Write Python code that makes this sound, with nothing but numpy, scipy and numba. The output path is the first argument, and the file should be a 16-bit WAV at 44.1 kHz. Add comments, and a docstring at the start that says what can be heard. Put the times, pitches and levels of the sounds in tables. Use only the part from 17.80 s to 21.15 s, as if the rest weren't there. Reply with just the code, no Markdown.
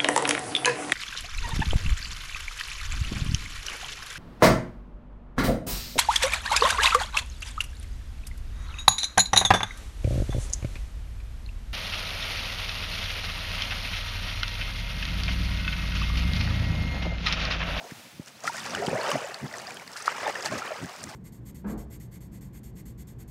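"""A paddle takes two strokes in open water, heard close by from a microphone inside the canoe.
Rising, dying sine rings make the blade's gulping air pockets, swirling bubbles, spray and drips.
Showers of tiny rings make splashes, and pairs of damped modes make dull knocks on the hull.
Smoothed noise gives gusts thumping the microphone, over a faint hiss of breeze and far ripples."""
import sys
import numpy as np
from scipy import signal
from scipy.fft import rfft, irfft
from scipy.io import wavfile
from scipy.ndimage import uniform_filter1d
from numba import njit

SR = 44100
rng = np.random.default_rng(int(sys.argv[2]) if len(sys.argv) > 2 else 0)


def pcm_store(signal):
    """Save signal as 16-bit PCM."""
    levels = np.round(np.clip(np.atleast_2d(signal), -1, 1) * 32767)
    wavfile.write(sys.argv[1], SR, levels.astype(np.int16).T)


N = 147735
T = np.arange(N) / SR  # s
NECK_CYCLES, PLOP_NECK_CYCLES = 0.17, 0.8  # time constant of the swell; large pockets pinch off slower
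DRIP_RISE = 0.15  # share of pitch gained: of each drip, on average in the spray


def undb(db):
    """Decibels to gain."""
    return 10 ** (np.asarray(db) / 20)


def unit(x):
    """Scale to rms 1."""
    return x / np.sqrt(np.mean(x ** 2))


def curve(table, axis=1):
    """Gain over time from a dB column, with straight lines in dB between the rows."""
    rows = np.array(table)
    return undb(np.interp(T, rows[:, 0], rows[:, axis]))


def gain_at(table, hz):
    """Gain of a (f/Hz, level/dB) table at given frequencies, read along a log pitch axis."""
    rows = np.array(table)
    return undb(np.interp(np.log(hz + 1), np.log(rows[:, 0]), rows[:, 1]))


def noise(table):
    """Random noise coloured by a spectrum table; rms 1."""
    hz = np.arange(N // 2 + 1) * SR / N
    spectrum = rfft(rng.standard_normal(N)) * gain_at(table, hz)
    return unit(irfft(spectrum, N))


def highpass(x, hz, order=2):
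    """Remove the lows."""
    return signal.sosfilt(signal.butter(order, hz, "high", fs=SR, output="sos"), x)


def burst(start, decay):
    """Sudden start, exponential fall."""
    return (T >= start) * np.exp(-np.abs(T - start) / max(decay, 1e-4))


def walk(count):
    """Slow random wander through count points over the scene; spread near 1."""
    points = rng.standard_normal(count)
    return 1.2 * np.interp(T, np.linspace(0, N / SR, count), points)


@njit
def ring(start, hz, size, t60, rise, neck):
    """Bubbles: each swells within a cycle or so, then dies away while its pitch climbs by rise."""
    out = np.zeros(N)
    for k in range(len(start)):
        first = int(start[k] * SR)
        for i in range(max(0, -first), min(int(t60[k] * SR), N - first)):
            t = i / SR
            age = t / t60[k]
            swell = 1 - np.exp(-t * hz[k] / neck)
            decay = np.exp(-6.9 * age)  # down 60 dB at age 1
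            cycles = hz[k] * t * (1 + rise[k] * age / 2)
            out[first + i] += size[k] * swell * decay * np.sin(2 * np.pi * cycles)
    return out


def swarm(sizes, count, cycles, scatter_db, rise):
    """Many bubbles at random moments, a few far stronger (weaker if scatter_db < 0); rms 1."""
    when, pitch, luck, life, climb = rng.random((count, 5)).T
    lowest, highest = sizes[0][0], sizes[-1][0]
    hz = lowest * (highest / lowest) ** pitch
    rare = -np.log(1 - .98 * luck)
    size = gain_at(sizes, hz) * undb(scatter_db * rare)
    t60 = cycles * 2 ** (2 * life - 1) / hz  # from half to twice the given cycles
    return unit(ring(when * N / SR, hz, size, t60, 2 * rise * climb, NECK_CYCLES))


# push of the blade on the water, before the surges:
# [t/s, deep gurgle level/dB, small bubbles level/dB, fizz level/dB]
STIRRING = [(0, -44, -63, -64), (.11, -53, -49, -56), (.18, -62, -81, -65), (.615, -60, -57, -61),
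            (.66, -42, -42, -46.5), (.79, -51, -39.5, -43.5), (.93, -40.5, -39, -46),
            (1.03, -33.5, -40, -47), (1.09, -32.5, -36, -46), (1.14, -32, -37, -46),
            (1.34, -35, -32.5, -42.5), (1.4, -39.5, -39, -47.5), (1.66, -48.5, -49, -56.5),
            (1.79, -43, -42.5, -47.5), (2.06, -54.5, -51, -58.5), (2.24, -52, -46.5, -49.5),
            (2.29, -41.5, -34.5, -47.5), (2.41, -42, -37, -45.5), (2.475, -33, -32.5, -45.5),
            (2.52, -41.5, -40, -48), (2.78, -40, -36.5, -45.5), (2.9, -45, -41, -52),
            (3.2, -49.5, -48.5, -51.5), (3.35, -47, -48, -56.5)]
# bubble sizes in the gurgle, the swirl and the spray: [f/Hz, relative level/dB]
GURGLE_SIZES = [(330, -9), (420, -4.5), (580, 3), (720, 4), (900, 3.5)]
SWIRL_SIZES = [(880, -9), (1350, -3.5), (1900, -2), (2400, -5.5), (3000, -4.5), (3700, -53)]
SPRAY_SIZES = [(3200, -0.5), (4000, -3.5), (4800, 5.5), (8300, 1), (10500, -9.5), (15000, -17)]
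SURGE_DB = 2  # typical swing of the uneven flow round the blade
DROPLET_DB, CRACKLE_DB = -4, -5.5  # lone droplets and bursting foam against the fizz


def stirred_water():
    """Gurgle, small bubbles and spray follow the push of the blade and surge together."""
    gurgle = swarm(GURGLE_SIZES, count=950, cycles=24.3, scatter_db=1.0, rise=0.436)
    swirl = swarm(SWIRL_SIZES, count=4400, cycles=43, scatter_db=3.0, rise=0.15)
    fizz = swarm(SPRAY_SIZES, count=20000, cycles=28.0, scatter_db=3.5, rise=DRIP_RISE)
    droplets = swarm(SPRAY_SIZES, count=600, cycles=68, scatter_db=5, rise=DRIP_RISE)
    crackle = swarm(SPLASH_SIZES, count=450, cycles=2.4, scatter_db=3.0, rise=DRIP_RISE)
    spray = fizz + undb(DROPLET_DB) * droplets + undb(CRACKLE_DB) * crackle
    water = gurgle * curve(STIRRING, axis=1)
    water += swirl * curve(STIRRING, axis=2)
    water += spray * curve(STIRRING, axis=3)
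    return undb(SURGE_DB * walk(count=130)) * water


# large air pockets that pinch off at the blade: [t/s, f/Hz, strength level/dB, ring t60/s]
POCKETS = [(.6422, 680, -19, 0.015), (0.6528, 1216, -23.5, 0.031), (0.6765, 1340, -15.5, 0.039),
           (0.6765, 1856, -10.5, 0.011), (.6954, 906, -21.5, 0.046), (.745, 1480, -27.5, 0.044),
           (0.9485, 1500, -15.5, 0.015), (0.995, 393, -24.5, 0.21), (1.0222, 686, -17, 0.055),
           (1.1291, 532, -15.5, 0.066), (1.1535, 623, -16, 0.069), (1.2878, 574, -21, 0.084),
           (1.316, 1100, -13, 0.022), (1.355, 613, -7.5, 0.021), (1.4425, 554, -24.5, 0.069),
           (1.7396, 1850, -20.5, 0.014), (2.1584, 1320, -26, 0.018), (2.2793, 1220, 2.5, 0.0072),
           (2.465, 846, -16, 0.049), (2.4781, 600, -16, 0.03), (2.556, 1760, -18.5, 0.023),
           (2.657, 830, -24.5, 0.053), (2.82, 1325, -21, 0.028), (2.9061, 657, -21, 0.033),
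           (2.9168, 600, -19, 0.04)]
POCKET_RISE = 0.15  # share of pitch gained while ringing


def plops():
    """Large air pockets dragged under by the blade ring as they pinch off."""
    start, hz, db, t60 = np.array(POCKETS).T.copy()
    rise = np.full(len(hz), POCKET_RISE)
    return highpass(ring(start, hz, undb(db), t60, rise, PLOP_NECK_CYCLES), 345)


# drops falling off the blade: [t/s, f/Hz, bubble strength level/dB]
DROPS = [(0.4601, 5800, -38), (.4762, 2860, -39), (.605, 5670, -37), (0.638, 6340, -29),
         (0.95, 2920, -21.5), (1.063, 4840, -22.5), (1.068, 3110, -23), (1.3155, 2910, -18.5),
         (1.544, 4300, -23.5), (1.7836, 5950, -29), (1.907, 2340, -29), (1.944, 9600, -32.5),
         (1.9704, 3100, -30), (1.9973, 2220, -33.5), (2.0771, 4400, -31), (2.1331, 5170, -31),
         (2.2235, 6100, -27), (2.625, 4800, -23.5), (2.6592, 4600, -20.5), (3.2317, 9050, -29.5),
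         (3.2397, 7200, -22.5)]
DRIP_CYCLES = 44  # cycles to fall 60 dB
TICK_DB, TICK_S = -9, 0.0019  # tick against its bubble; time constant of its fall


def drips():
    """Each drop ticks on the surface and traps one tiny ringing bubble."""
    start, hz, db = np.array(DROPS).T.copy()
    tick_envelope = sum(undb(d + TICK_DB) * burst(s, TICK_S) for s, d in zip(start, db))
    ticks = tick_envelope * noise(SPLASH_SIZES)
    rise = np.full(len(hz), DRIP_RISE)
    return ticks + ring(start, hz, undb(db), DRIP_CYCLES / hz, rise, NECK_CYCLES)


# sheets of water breaking into spray: [t/s, level/dB]
SHEETS = [(0.471, -44.5), (0.64, -42), (0.669, -33.5), (1.316, -38), (2.162, -36), (2.258, -36),
          (2.6535, -31.5), (2.778, -38), (3.29, -43)]
# droplet sizes in a splash, also the colour of foam and drip ticks: [f/Hz, relative level/dB]
SPLASH_SIZES = [(1400, 0.5), (2800, -11.5), (5000, 6.5), (8000, 3), (15000, -19)]
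SPLASH_LENGTH_S = 0.023  # time to fall to 1/e


def splashes():
    """Short showers of tiny ringing droplets start at once, hold briefly and fall away."""
    shower = swarm(SPLASH_SIZES, count=16000, cycles=13.6, scatter_db=-3, rise=0.052)
    envelope = np.zeros(N)
    for start, db in SHEETS:
        envelope += undb(db) * (T >= start) * np.exp(-((T - start) / SPLASH_LENGTH_S) ** 2)
    return shower * envelope


# dull knocks on the hull: [t/s, first mode f/Hz, strength level/dB]
HULL_KNOCKS = [(0.119, 170, -18), (.396, 167, -13), (1.079, 183, -6.5)]
KNOCK_T60_S = 0.021
KNOCK_UPPER_RATIO, KNOCK_UPPER_DB = 1.46, -5  # second mode of the hull against the first


def knocks():
    """Soft blows ring two modes of the hull, damped by the water within a few cycles."""
    start, hz, db = np.array(HULL_KNOCKS).T.copy()
    t60, steady = np.full(len(hz), KNOCK_T60_S), np.zeros(len(hz))
    lower = ring(start, hz, undb(db), t60, steady, PLOP_NECK_CYCLES)
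    upper_size = undb(db + KNOCK_UPPER_DB)
    upper = ring(start, hz * KNOCK_UPPER_RATIO, upper_size, t60, steady, PLOP_NECK_CYCLES)
    return highpass(lower + upper, 74)


# gusts on the microphone: [middle t/s, level/dB, spread (standard deviation) t/s]
GUST_TIMES = [(0.344, -56, 0.011), (0.664, -55, .025), (0.98, -45, 0.096), (1.141, -33.5, 0.014),
              (1.353, -30.5, 0.014), (1.644, -31.5, 0.014), (1.944, -56, 0.037), (2.737, -36, 0.029),
              (3.039, -34, 0.015), (3.262, -45, 0.026)]
# colour of the buffeting at the microphone: [f/Hz, relative density level/dB]
BUFFET_SPECTRUM = [(35, -62), (80, -8), (135, -1), (220, -0.5), (330, -9.5), (1200, -67)]
BREEZE_DB, FLUTTER_DB = -60.5, 7.5  # middle level of the flutter; its largest swing either way


def wind():
    """Low eddies thump the microphone in gusts, over a weak uneven flutter."""
    gusts = sum(undb(db) * np.exp(-.5 * ((T - middle) / spread) ** 2)
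                for middle, db, spread in GUST_TIMES)
    eddies = noise(BUFFET_SPECTRUM)
    # even out the noise so that the gusts alone shape the thumps
    eddies = eddies / np.sqrt(uniform_filter1d(eddies ** 2, size=600) + 1e-6)
    flutter = undb(BREEZE_DB + FLUTTER_DB * np.tanh(walk(count=90)))
    return eddies * (gusts + flutter)


# colour of the open-water hiss: [f/Hz, relative density level/dB]
HISS_SPECTRUM = [(290, -18), (500, -2.5), (696, -2.5), (2600, -0.5), (15500, -15)]
# strength of the hiss: [t/s, level/dB]
HISS_LEVEL = [(0, -52), (.2, -48.5), (.4, -54.5), (3.35, -54.5)]


def air():
    """Soft hiss of breeze and far ripples, as steady coloured noise under a slow level curve."""
    return unit(highpass(noise(HISS_SPECTRUM), 250)) * curve(HISS_LEVEL)


def scene():
    """Paddle, water, hull and wind at one microphone in the canoe."""
    water = stirred_water() + plops() + drips() + splashes()
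    return (water + knocks() + wind() + air())[None]


def record(dry):
    """The microphone chain thins the bass and cuts the top steeply at 15.7 kHz."""
    top_cut = signal.ellip(10, .2, 70, 15700, fs=SR, output="sos")
    return signal.sosfilt(top_cut, highpass(dry, 65, order=3))


dry = scene()
out = record(dry)
pcm_store(out)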